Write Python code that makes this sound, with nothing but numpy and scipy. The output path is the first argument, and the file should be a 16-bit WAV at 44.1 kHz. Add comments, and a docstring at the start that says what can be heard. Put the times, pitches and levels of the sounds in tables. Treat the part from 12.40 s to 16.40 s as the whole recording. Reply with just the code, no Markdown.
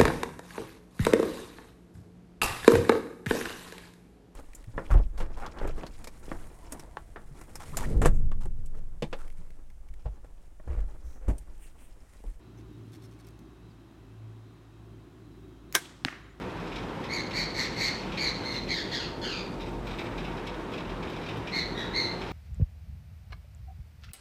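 """An engine drones far off, under thin whines and the still air of a lawn edged by trees.
Gear rustles and ticks as a compound bow is drawn, and a distant bird chirps. The release clicks,
the string rushes forward and slams home, and the bow rings and rattles. The arrow hisses away and
0.3 s later smacks into the target. Both blows scatter back from the trees; the bird calls again."""
import sys
import numpy as np
from scipy import signal
from scipy.fft import rfft, irfft
from scipy.io import wavfile

SR = 44100
rng = np.random.default_rng(int(sys.argv[2]) if len(sys.argv) > 2 else 0)


def to_wav(s):
    """Save 16-bit WAV."""
    ch = np.atleast_2d(s).T  # columns
    pcm = np.round(np.clip(ch, -1, 1) * 32767)  # PCM
    wavfile.write(sys.argv[1], SR, pcm.astype(np.int16))


N = 176400
T = np.arange(N) / SR
SLAM_S, HIT_S = 3.351, 3.649  # the string slams home; the arrow lands


def from_db(db):
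    """Decibels to gain."""
    return 10 ** (np.asarray(db) / 20)


def rms_one(x):
    """Scale to unit rms."""
    return x / np.sqrt(np.mean(x ** 2) + 1e-20)


def in_time(rows):
    """Join timed breakpoints by straight lines, one curve per column."""
    times, *columns = np.transpose(rows)
    return [np.interp(T, times, column) for column in columns]


def at_hz(points, hz, column=1):
    """Read a column of a spectrum on a log-frequency axis."""
    points = np.array(points)
    return np.interp(np.log(hz + 1e-9), np.log(points[:, 0]), points[:, column])


def coloured(x, spectrum):
    """Shape a signal with an EQ curve that rolls off below its lowest point; rms 1."""
    hz = np.fft.rfftfreq(N, 1 / SR)
    skirt = np.minimum(hz / spectrum[0][0], 1) ** 3
    return rms_one(irfft(rfft(x) * from_db(at_hz(spectrum, hz)) * skirt, N))


def noise(spectrum):
    """Steady coloured noise; rms 1."""
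    return coloured(rng.standard_normal(N), spectrum)


def drift(rate_hz):
    """Random wander, mostly slower than rate_hz; rms 1."""
    hz = np.fft.rfftfreq(N, 1 / SR)
    return rms_one(irfft(rfft(rng.standard_normal(N)) / (1 + (hz / rate_hz) ** 2), N))


def decay(start, t60, attack_s=1e-4):
    """Envelope of a blow: quick rise, exponential fall."""
    age = np.maximum(T - start, 0)
    return (1 - np.exp(-age / attack_s)) * np.exp(-np.minimum(np.log(1000) * age / t60, 40))


def swell(start, length):
    """A rounded rise and fall."""
    return np.sin(np.pi * np.clip((T - start) / length, 0, 1))


def tone(hz):
    """A sine that follows a pitch curve."""
    return np.sin(2 * np.pi * np.cumsum(hz) / SR)


def ring(start, hz, db, t60, attack_s=1e-4):
    """One struck mode."""
    return from_db(db) * decay(start, t60, attack_s) * np.sin(2 * np.pi * hz * (T - start))


def resonate(x, hz, width_hz):
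    """Pass a signal through one resonance; rms 1."""
    return rms_one(signal.lfilter(*signal.iirpeak(hz, hz / width_hz, fs=SR), x))


def lowpass(x, hz):
    """Dull the treble."""
    return signal.sosfilt(signal.butter(4, hz, fs=SR, output="sos"), x + 1e-18)


def scatter(start, table, build_s, patchy_db=0.5):
    """Countless small echoes from leaves and trunks, dying band by band."""
    tail, power = 0, 0
    edges_hz = np.geomspace(140, 17000, 15)
    white = rng.standard_normal((2, N))
    for k, (low, high) in enumerate(zip(edges_hz, edges_hz[1:])):
        hz = np.sqrt(low * high)
        bandpass = signal.butter(2, [low, high], "band", fs=SR, output="sos")
        band = from_db(at_hz(table, hz)) * signal.sosfilt(bandpass, white[k % 2])
        power += np.mean(band ** 2)
        tail += band * decay(start, at_hz(table, hz, column=2), build_s)
    return tail / np.sqrt(power) * from_db(patchy_db * drift(50))


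# soft bed of outdoor air: freq_hz, gain_db
AIR_EQ = [(260, -37), (450, -2), (492, -2.5), (538, -3.5), (674, -2.5), (936, -4), (1070, -3),
          (2230, -13.5), (3490, -15.5), (3930, -20), (4990, -20.5), (11900, -29.5), (16000, -36)]


def air(level_db=-63.5):
    """The steady hush of still air over the lawn."""
    return from_db(level_db) * noise(AIR_EQ)


# the engine's firing hum: time_s, pitch_hz, level_db
FIRING_CURVE = [(0.0, 112.8, -65), (0.2, 112, -48.5), (0.29, 111.1, -56), (0.43, 112.1, -49),
                (0.96, 111.1, -57), (1.02, 110.7, -71), (1.24, 111.1, -54.5), (1.56, 109.4, -61),
                (1.87, 109.8, -43.5), (2.21, 110.1, -57.5), (2.57, 109.7, -50.5), (2.74, 109.5, -62.5),
                (2.82, 110.1, -53), (3.3, 108.6, -64)]
# crank tone, an octave under the hum: time_s, level_db
CRANK_FADER = [(0.0, -60), (0.27, -51.5), (0.53, -69), (0.75, -54.5), (1.53, -59.5), (1.57, -54.5),
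               (2.06, -64), (2.51, -54), (2.82, -61.5), (2.99, -54.5), (3.34, -56), (3.4, -66),
               (3.71, -56.5), (4.0, -53)]
# dull body of the roar: freq_hz, gain_db
ROAR_EQ = [(25, -25), (45, -14), (75, -1), (130, 1), (165, 4.5), (205, -3), (300, 2.5), (390, 0.5),
           (470, -23), (700, -46.5)]
# swells and dips of the roar: time_s, level_db
ROAR_FADER = [(0.0, -55), (0.03, -53), (0.57, -51), (0.96, -58), (1.0, -53), (1.5, -57), (1.52, -55),
              (2.24, -57.5), (3.09, -50.5), (3.2, -54)]


def far_engine(firing_trim_db=0.4, roar_trim_db=0.93):
    """Crank and firing tones under a dull roar, fading in and out with distance."""
    firing_hz, firing_db = in_time(FIRING_CURVE)
    crank_db, = in_time(CRANK_FADER)
    roar_db, = in_time(ROAR_FADER)
    crank_angle = np.pi * np.cumsum(firing_hz) / SR  # two firings a turn
    firing = from_db(firing_db + firing_trim_db) * np.sin(2 * crank_angle)
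    crank = from_db(crank_db + 1.5 * drift(9.9)) * np.sin(crank_angle + 0.72 * drift(4.2))
    roar = from_db(roar_db + roar_trim_db + drift(7)) * noise(ROAR_EQ)
    return np.sqrt(2) * (firing + crank) + roar  # the tones' levels are rms


# faint high whines: pitch_hz, level_db
WHINE_TONES = [(2616, -80.5), (3198, -81.5), (3779, -79), (4064, -79)]


def whines(waver_hz=60, flutter_db=3):
    """Thin, unsteady tones far off."""
    return sum(from_db(db + flutter_db * drift(12.5)) * tone(hz + waver_hz * drift(99))
               for hz, db in WHINE_TONES)


# rustles of the draw: start_s, length_s, level_db
RUSTLE_CUES = [(0.169, 0.054, -67.5), (0.519, 0.053, -60.5), (0.613, 0.058, -63.5), (0.705, 0.045, -66),
               (0.788, 0.029, -63), (0.842, 0.018, -67), (.864, 0.033, -62.5)]
# dry grain of the rustle: freq_hz, gain_db
RUSTLE_EQ = [(600, 10), (2000, 4), (5500, -0.5), (9000, -1), (13000, -4), (16000, -20)]
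# small resonances of the rubbed gear: pitch_hz, width_hz, gain_db
GEAR_MODES = [(2190, 95, 1), (3530, 80, 0), (4400, 200, 1), (5400, 78, 0), (6070, 69, 1.5), (9080, 270, -5)]


def draw(slips_per_s=900, spread_db=2, ring_db=-13, shift_db=4):
    """Tiny slips excite now one, now another part of the gear as the string is pulled back."""
    slips = (rng.random(N) < slips_per_s / SR) * rng.choice([-1, 1], N)
    slips = slips * from_db(spread_db * np.minimum(rng.exponential(1, N), 3))
    gear = sum(from_db(db + ring_db + shift_db * drift(18)) * resonate(slips, hz, width)
               for hz, width, db in GEAR_MODES)
    rustles = sum(from_db(db) * swell(start, length) for start, length, db in RUSTLE_CUES)
    sleeve = from_db(-75) * swell(0.042, 1.2)  # cloth rubs under the whole draw
    return rms_one(coloured(slips, RUSTLE_EQ) + gear) * (rustles + sleeve)


# ticks that poke out of the rustle: start_s, level_db
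TICK_CUES = [(.5199, -60), (0.5394, -56), (.565, -63), (.6341, -59), (0.869, -53), (0.886, -55),
             (.9065, -62), (.9908, -57)]
# their thin, bright colour: freq_hz, gain_db
TICK_EQ = [(1500, -10), (5500, 2), (8000, -2), (12000, 0), (16000, -7)]


def cam_ticks(t60_s=0.017):
    """The cams and arrow rest give small dry clicks during the draw."""
    return noise(TICK_EQ) * sum(from_db(db) * decay(start, t60_s) for start, db in TICK_CUES)


# gliding chirps: start_s, length_s, from_hz, to_hz, level_db
CHIRP_CUES = [(1.297, 0.029, 5190, 4300, -69), (3.828, .03, 6700, 7400, -72.5),
              (3.885, .055, 6830, 7150, -73)]


def bird(waver_hz=120):
    """A far bird whistles short, rough glides from the trees."""
    song = 0
    for start, length, from_hz, to_hz, db in CHIRP_CUES:
        glide_hz = np.interp(T, [start, start + length], [from_hz, to_hz])
        song += from_db(db) * swell(start, length) * tone(glide_hz + waver_hz * drift(300))
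    return song


# double click of the release: start_s, level_db
RELEASE_CUES = [(3.3255, -30), (3.3322, -42.5)]
# its crisp edge: freq_hz, gain_db
RELEASE_EQ = [(300, -2), (2200, 2), (4000, -5), (6500, 7), (9000, -11), (12000, 3.5), (16000, -1.5)]


def release(click_t60_s=0.0044, ring_db=-15, ring_t60_s=0.025):
    """The release's jaw opens with two clicks, each trailing a short ring."""
    clicks = sum(from_db(db) * (decay(start, click_t60_s) + from_db(ring_db) * decay(start, ring_t60_s))
                 for start, db in RELEASE_CUES)
    return noise(RELEASE_EQ) * clicks


# midrange rasp of the string: freq_hz, gain_db
STRING_EQ = [(80, -22), (230, -12.5), (350, 1.5), (540, -8), (750, -5), (1050, -5.5), (1600, 1.5),
             (2250, -1), (2700, -12.5), (6000, -13), (13000, -17), (16000, -39)]


def bowstring(rush_db=-26.5, rise_db_per_s=2196.5, buzz_db=-24, buzz_t60_s=0.095):
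    """The string rushes forward, then buzzes against its stop."""
    time_left_s = np.clip(SLAM_S - T, 0, 0.1)
    rush = from_db(rush_db - rise_db_per_s * time_left_s) * (T < SLAM_S)
    buzz = from_db(buzz_db) * decay(SLAM_S, buzz_t60_s)
    return noise(STRING_EQ) * (rush + buzz)


# bright snap of the hard contact: freq_hz, gain_db
SNAP_EQ = [(1000, -19), (3300, 1), (4800, -4.5), (6200, 5.5), (7400, -4), (10000, -2), (14000, -3),
           (16000, -8)]
# knocks of the slam and the rattle after it: start_s, level_db, t60_s
KNOCK_CUES = [(3.3476, -28.5, .015), (3.351, -16, 0.029), (3.3618, -32, .03), (3.3802, -38, .035),
              (3.3925, -60, .04)]
# their hard clack: freq_hz, gain_db
KNOCK_EQ = [(200, -8), (900, -3), (2200, -5), (3400, 7), (4700, -4), (5800, 7.5), (7200, -6), (10000, -1),
            (13000, -11), (16000, -18)]


def slam(snap_db=-12.5, snap_t60_s=0.0124):
    """The string slams home with a snap and sets the bow rattling."""
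    snap = from_db(snap_db) * noise(SNAP_EQ) * decay(SLAM_S, snap_t60_s)
    knocks = noise(KNOCK_EQ) * sum(from_db(db) * decay(start, t60) for start, db, t60 in KNOCK_CUES)
    return snap + knocks


# ring of limbs, riser and cables: pitch_hz, level_db, t60_s
BOW_MODES = [(340, -27.5, 0.072), (396, -28, 0.062), (680, -35.5, 0.087), (940, -37, .08),
             (1034, -29, 0.081), (1568, -20.5, 0.091), (1674, -30, 0.11), (1820, -35.5, 0.068),
             (2060, -32.5, .08), (2150, -30, .09), (2300, -27, 0.053), (3838, -24, 0.04), (5310, -32, .08),
             (5700, -36, .095), (5800, -34, 0.075), (6150, -33, 0.05), (6660, -34, 0.055), (9750, -30, .08)]


def bow_ring():
    """The slam strikes all the bow's modes at once, in alternating polarity."""
    return sum((-1) ** k * ring(SLAM_S, hz, db, t60, attack_s=0.00054)
               for k, (hz, db, t60) in enumerate(BOW_MODES))


def fittings(count=18, low_hz=7380, high_hz=13780, level_db=-42, t60_s=0.085):
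    """Sight, rest and quiver jingle after the slam with many weak, high modes."""
    pitches = np.linspace(low_hz, high_hz, count) * rng.uniform(1, 1.02, count)
    return sum(ring(SLAM_S + 0.0046 * rng.random(), hz, level_db + rng.normal(0, 1.9), t60_s)
               for hz in pitches)


# the shot's tail among the trees: freq_hz, gain_db, t60_s
SHOT_TAIL = [(300, 5, .5), (800, -2, 0.91), (1600, 0, 0.99), (2400, -3.5, 0.71), (3430, 1, 0.64),
             (4500, -10.5, 1), (6000, -4, 0.8), (10000, -2, 0.28), (16000, -15.5, .28)]
# slapback from the edge of the wood: freq_hz, gain_db
SLAPBACK_EQ = [(400, -6), (1500, 4), (3200, 8), (5500, -11), (9000, -29), (16000, -30)]


def shot_echoes(tail_db=-41.5, slap_db=-50, slap_delay_s=0.094, slap_length_s=0.021):
    """The trees scatter the shot, and the edge of the wood returns one soft slap."""
    tail = from_db(tail_db) * scatter(SLAM_S, SHOT_TAIL, build_s=0.0062)
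    slap = from_db(slap_db) * noise(SLAPBACK_EQ) * swell(SLAM_S + slap_delay_s, slap_length_s)
    return tail + slap


def arrow_flight(level_db=-52.5, t60_s=0.7):
    """The vanes make a narrow hiss that fades as the arrow leaves and ends when it lands."""
    hiss = resonate(rng.standard_normal(N), hz=3360, width_hz=300)
    return from_db(level_db) * hiss * decay(SLAM_S, t60_s, attack_s=0.03) * (T < HIT_S)


# dry crack of the target's face: pitch_hz, level_db, t60_s
FACE_MODES = [(787, -23, 0.016), (1630, -12.5, 0.006), (2800, -9.5, 0.0036), (4060, -9.5, 0.0037),
              (5130, -18, 0.0045), (8200, -24.5, 0.0035), (12900, -34, .0015)]
# low thud of its bulk: delay_s, pitch_hz, level_db, t60_s
THUD_MODES = [(.0005, 128, -20.5, 0.032), (.0052, 257, -16.5, 0.026)]


def arrow_hit():
    """The arrow cracks against the target's face and thuds into its bulk."""
    crack = sum((-1) ** k * ring(HIT_S, hz, db, t60) for k, (hz, db, t60) in enumerate(FACE_MODES))
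    thud = sum(ring(HIT_S + delay, hz, db, t60, attack_s=0.0019) for delay, hz, db, t60 in THUD_MODES)
    return crack + thud


# early reflections of the hit: delay_s, gain_db, cutoff_hz, t60_s
ECHO_TAPS = [(.0115, -33, 7000, 0.017), (0.026, -20, 2620, 0.021), (0.0343, -7.5, 2700, .014),
             (0.077, -24, 2400, 0.05)]
# their woody colour: freq_hz, gain_db
ECHO_EQ = [(400, 4), (800, -4), (1600, 7), (2500, 3.5), (4500, -12), (8000, -14), (16000, -30)]
# the hit's tail among the trees: freq_hz, gain_db, t60_s
HIT_TAIL = [(200, 7, 0.51), (585, -2, 0.74), (1100, -0.5, 0.98), (1607, 6, 1), (2210, 4.5, 0.58),
            (3400, -6, 0.84), (5040, -4, 0.43), (8000, -13.5, 0.36), (16000, -29, 0.31)]


def hit_echoes(early_db=-13, tail_db=-41):
    """Nearby trunks and a woodpile throw back smeared echoes of the hit; the trees scatter it."""
    smear = from_db(early_db) * noise(ECHO_EQ)
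    early = sum(from_db(db) * lowpass(smear * decay(HIT_S + delay, t60, attack_s=0.00046), cutoff)
                for delay, db, cutoff, t60 in ECHO_TAPS)
    tail = from_db(tail_db) * scatter(HIT_S, HIT_TAIL, build_s=0.008)
    return early + tail


def scene():
    """Draw, shot and arrow over the lawn's quiet background, in mono."""
    background = air() + far_engine() + whines() + bird()
    drawing = draw() + cam_ticks()
    shot = release() + bowstring() + slam() + bow_ring() + fittings() + shot_echoes()
    arrow = arrow_flight() + arrow_hit() + hit_echoes()
    return (background + drawing + shot + arrow)[None]


def record(dry):
    """Soft clipping rounds the peaks, and a steep filter cuts the top above 16 kHz."""
    rounded = 0.5 * np.tanh(dry / 0.5)
    return signal.sosfilt(signal.ellip(10, 0.1, 80, 16000, fs=SR, output="sos"), rounded)


dry = scene()
out = record(dry)
to_wav(out)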